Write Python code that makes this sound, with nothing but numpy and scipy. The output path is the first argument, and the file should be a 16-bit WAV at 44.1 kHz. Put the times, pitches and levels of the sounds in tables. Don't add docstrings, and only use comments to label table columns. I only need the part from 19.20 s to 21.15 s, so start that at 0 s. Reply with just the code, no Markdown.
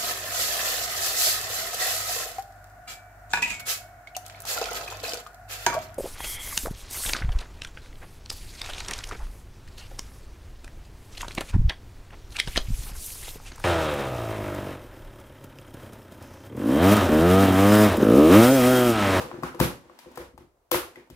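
import sys
import numpy as np
from scipy import signal
from scipy.fft import rfft, irfft, next_fast_len
from scipy.io import wavfile
from scipy.ndimage import uniform_filter1d

SR = 44100
rng = np.random.default_rng(int(sys.argv[2]) if len(sys.argv) > 2 else 0)


def output_pcm(signal):
    pcm = np.clip(np.atleast_2d(signal).T, -1, 1) * 32767
    wavfile.write(sys.argv[1], SR, np.round(pcm).astype(np.int16))


def ratio(d):
    e = np.asarray(d, float) / 20
    return 10 ** e


N = 85995
LEAD_S = 0.004
BLOW_LEN = SR // 4


def unit(x):
    return x / np.sqrt(np.mean(x ** 2) + 1e-20)


def along(points, hz):
    f, v = np.transpose(points)
    return np.interp(np.log(hz + 1), np.log(f + 1), v)


def filtered(x, response):
    n = x.shape[-1]
    m = next_fast_len(n + 4096)
    return irfft(rfft(x, m) * response(np.fft.rfftfreq(m, 1 / SR)), m)[..., :n]


def ring(modes, t, attack_s):
    hz, db, t60 = np.transpose(modes)[:, :, None]
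    level_luck, pitch_luck = rng.standard_normal((2, len(modes), 1))
    decay = ratio(db + 2.73 * level_luck - 60 * t / t60)
    tone = np.sin(2 * np.pi * hz * (1 + 0.016 * pitch_luck) * t)
    return (decay * tone).sum(0) * (1 - np.exp(-t / attack_s))


def blurred(x, width_hz):
    return np.abs(uniform_filter1d(np.abs(rfft(x)) ** 2, int(width_hz / 4) + 1))


def pulse(power, at_s):
    x = np.roll(irfft(np.sqrt(power), BLOW_LEN), round(at_s * SR))
    return x * (np.arange(len(x)) < 2 * at_s * SR)


# ratio to the knock pitch, level in dB, T60 in seconds.
WALL_MODES = [(1, 0, .024), (.78, -5, .016), (1.25, -7, .014), (1.65, -11, .014), (2.2, -16, .012)]
# frequency in Hz, level in dB.
TICK_COLOUR = [(600, -30), (1500, 0), (2500, 0), (5000, -3), (8000, -6), (11000, -4), (14000, -7),
               (16000, -10)]


def tap(knock_db, pitch_hz, tick_db, rattle_s):
    t = np.arange(BLOW_LEN) / SR
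    after = np.maximum(t - LEAD_S, 0)
    spark = np.exp(-rattle_s / 0.003)

    rise_s = 0.00073 + 0.0023 * spark
    scrape = np.exp(np.minimum(t - LEAD_S, 0) / rise_s)
    rattle_fade_db = -8.5 * after / 0.0069
    tail_fade_db = -60 * np.maximum(after - rattle_s, 0) / 0.018
    edge = scrape * ratio(rattle_fade_db + tail_fade_db)

    def colour(hz):
        spark_db = 16.5 * spark * np.exp(-((hz - 13450) / 3640) ** 2)
        return ratio(along(TICK_COLOUR, hz) + spark_db)

    metal = unit(filtered(rng.standard_normal(len(t)), colour))
    tick = ratio(tick_db + 6.5) * edge * metal
    knock = ratio(7) * ring(np.multiply(WALL_MODES, [pitch_hz, 1, 1]), after, attack_s=0.00025)

    wood_power = blurred(ratio(-6) * knock, width_hz=900)
    metal_power = np.sum(tick ** 2) * unit(colour(np.fft.rfftfreq(len(t), 1 / SR))) ** 2
    wet_db = 0.1947 * (knock_db + 35.5)
    sent = ratio(knock_db + wet_db) * pulse(wood_power + metal_power, at_s=0.008)
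    return ratio(knock_db) * (knock + tick), sent


# frequency in Hz, level in dB, T60 in seconds.
BOX_MODES = [(350, 0, .17), (497, -4, .13), (440, -7, .07), (570, -9, .08)]
# frequency in Hz, level in dB, T60 in seconds.
TABLE_MODES = [(127.5, -6, 0.15), (155.8, 3.5, 0.075), (214.3, -10.5, 0.082), (248, 5, 0.06)]
# frequency in Hz, level in dB, T60 in seconds.
FLOOR_MODES = [(65.8, 2.5, 0.23), (53.1, -6.5, 0.22)]


def thud(box_db, thump_db, boom_db):
    after = np.maximum(np.arange(BLOW_LEN) / SR - LEAD_S, 0)
    box = ratio(3.5) * ring(BOX_MODES, after, attack_s=0.002)
    table = ratio(thump_db + 5) * ring(TABLE_MODES, after, attack_s=0.0059)
    floor = ratio(boom_db) * ring(FLOOR_MODES, after, attack_s=0.0055)
    direct = ratio(box_db) * (box + table + floor)
    return direct, ratio(-4.5) * pulse(blurred(direct, width_hz=90), at_s=0.014)


# frequency in Hz, left-right likeness from 0 to 1.
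LIKENESS = [(60, .97), (170, 0.68), (320, 0.84), (640, 0.52), (1400, 0.055), (16000, 0)]


def paired(pair):
    def mid_side(hz):
        turn = np.arccos(np.clip(along(LIKENESS, hz), -1, 1)) / 2
        return np.array([np.cos(turn), np.sin(turn)])

    mid, side = filtered(pair, mid_side)
    return np.array([mid + side, mid - side])


# frequency in Hz, T60 in seconds.
ROOM_T60 = [(100, 0.36), (500, 0.35), (2000, 0.31), (8000, 0.32), (16000, 0.23)]
# frequency in Hz, tail energy over direct in dB.
ROOM_LEVEL = [(100, -2.5), (500, -0.5), (2000, 6.5), (8000, 1.5), (12000, 1.5), (16000, -4)]


def room_tail():
    build_s, hold_s = 0.0027, 0.037
    hz, t, z = signal.stft(rng.standard_normal((2, SR // 2)), SR, nperseg=128)
    fade_db = -60 * np.maximum(t - hold_s, 0) / along(ROOM_T60, hz)[:, None]
    shape = (1 - np.exp(-t / build_s)) * ratio(fade_db)
    shape = shape / np.linalg.norm(shape, axis=1, keepdims=True)
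    shape = shape * ratio(along(ROOM_LEVEL, hz))[:, None]
    noise = signal.istft(z * shape, SR, nperseg=128)[1][:, :SR // 2]
    return paired(noise) / 8


def from_left(hz):
    pan_db = np.array([[0.5], [-0.5]]) * 8.5 * hz / (hz + 407)
    delay_s = np.array([[0], [0.00015]])
    return ratio(pan_db) * np.exp(-2j * np.pi * hz * delay_s)


# start in seconds, knock level in dB, knock pitch in Hz,
# tick over knock in dB, rattle length in seconds.
TAP_EVENTS = [(-.02, -26.5, 846, -14.5, 0.0056), (.1145, -33, 1036, -38, 0.0035),
              (0.16, -69, 1070, -34, 0.0092), (0.2263, -40, 710, -19.5, 0.0065),
              (0.2341, -26, 1114, -20.5, 0.023), (0.347, -41.5, 1007, -16, 0.018),
              (0.394, -39, 1060, -12, 0.0057), (0.4018, -19, 905, -10, 0.003),
              (0.6973, -49, 1080, -33.5, 0.0055), (.7895, -48, 966, -4, 0.013),
              (0.846, -58, 1030, -16, .015), (0.915, -55.5, 900, -8, 0.018), (0.957, -55, 1040, 1.5, 0.016),
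              (.975, -35, 1026, -12.5, 0.0049), (1.012, -48, 1030, -38, 0.0067),
              (1.178, -46.5, 885, -13.5, 0.011), (1.5161, -21, 1050, -4.5, 0.0019),
              (1.545, -24, 976, -16, 0.0083), (1.758, -45.5, 2000, -17.5, 0.0076),
              (1.874, -59, 900, -21, 0.0066), (1.901, -50, 900, -6, 0.016)]
# start in seconds, box ring in dB, table thump over it in dB,
# floor boom over it in dB.
THUD_EVENTS = [(-.02, -32.5, -3.5, -8), (0.044, -35, -8, -30), (0.115, -40, -36, -20),
               (0.132, -35.5, -7, -10), (0.179, -44.5, 5.5, -11), (0.23, -34.5, 5.5, -11),
               (0.243, -42.5, 2.5, 4), (0.344, -38.5, -9.5, -23), (.402, -20.5, 1.5, -3),
               (.47, -38.5, 4.5, -7.5), (.53, -56.5, -1, 0), (0.601, -55, -19, -21),
               (.655, -53.5, -25.5, -3), (0.696, -49, -32, -23), (.86, -45, -11, -3.5),
               (0.973, -40.5, -5, -20), (0.994, -47, -2, 8.5), (1.058, -51, -26.5, -8),
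               (1.136, -58, 7.5, 10), (1.178, -52, 3.5, 8), (1.2, -55, 3.5, 9.5), (1.23, -61.5, 5, 7),
               (1.517, -25.5, -14, -14), (1.541, -28.5, -7, -2.5), (1.768, -48, -2, -10),
               (1.9, -52.5, 7, -8), (1.919, -54, -1, 13.5)]


def jewellery():
    margin = SR // 2
    out = np.zeros((2, N + 2 * SR))
    for source, events in ((tap, TAP_EVENTS), (thud, THUD_EVENTS)):
        for start_s, *settings in events:
            direct, sent = source(*settings)
            heard = signal.fftconvolve(sent[None], room_tail(), axes=1)
            heard[:, :len(direct)] += filtered(direct, from_left)
            first = round((start_s - LEAD_S) * SR) + margin
            out[:, first:][:, :heard.shape[1]] += heard
    return out[:, margin:][:, :N]


def hiss(spectrum):
    noise = rng.standard_normal((2, N))
    return unit(paired(filtered(noise, lambda hz: ratio(along(spectrum, hz)))))


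# time in seconds, effort in dB.
SHUFFLE_EFFORT = [
    (0.0, -33),
    (0.384, -45.5),
    (0.564, -48),
    (0.646, -47),
    (1.064, -40.5),
    (1.292, -96.5),
    (1.558, -91),
    (1.688, -74),
    (1.764, -40),
    (1.95, -62.5),
]
# frequency in Hz, level in dB.
RUB_COLOUR = [(24, -64), (40, -48), (269, 6.5), (345, -17.5), (516, -7), (965, -1), (1440, -9),
              (1810, -9.5), (16000, -30.5)]


def fingers():
    s, effort_db = np.transpose(SHUFFLE_EFFORT)
    level_db = np.interp(np.arange(N) / SR, s, effort_db) - 13
    return ratio(level_db) * hiss(RUB_COLOUR)


# frequency in Hz, level in dB.
AIR_COLOUR = [(18, -54), (30, 4), (64, -5.5), (189, -26), (345, -18.5), (384, -14.5), (569, -12),
              (2980, -35), (16000, -37.5)]


def room_air():
    return ratio(-66.5) * hiss(AIR_COLOUR)


def scene():
    return jewellery() + fingers() + room_air()


def roll_off(x):
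    return signal.sosfilt(signal.butter(12, 17110, fs=SR, output="sos"), x)


def record(dry):
    def edges(hz):
        low_cut_hz = 38
        bass_cut = (1j * hz / (low_cut_hz + 1j * hz)) ** 2 * hz ** 2 / (hz ** 2 + low_cut_hz ** 2)
        top_cut_db = -27 * (1 + np.tanh((hz - 15900) / 60)) / 2
        return bass_cut * ratio(top_cut_db)

    return roll_off(filtered(dry, edges))


dry = scene()
out = record(dry)
output_pcm(out)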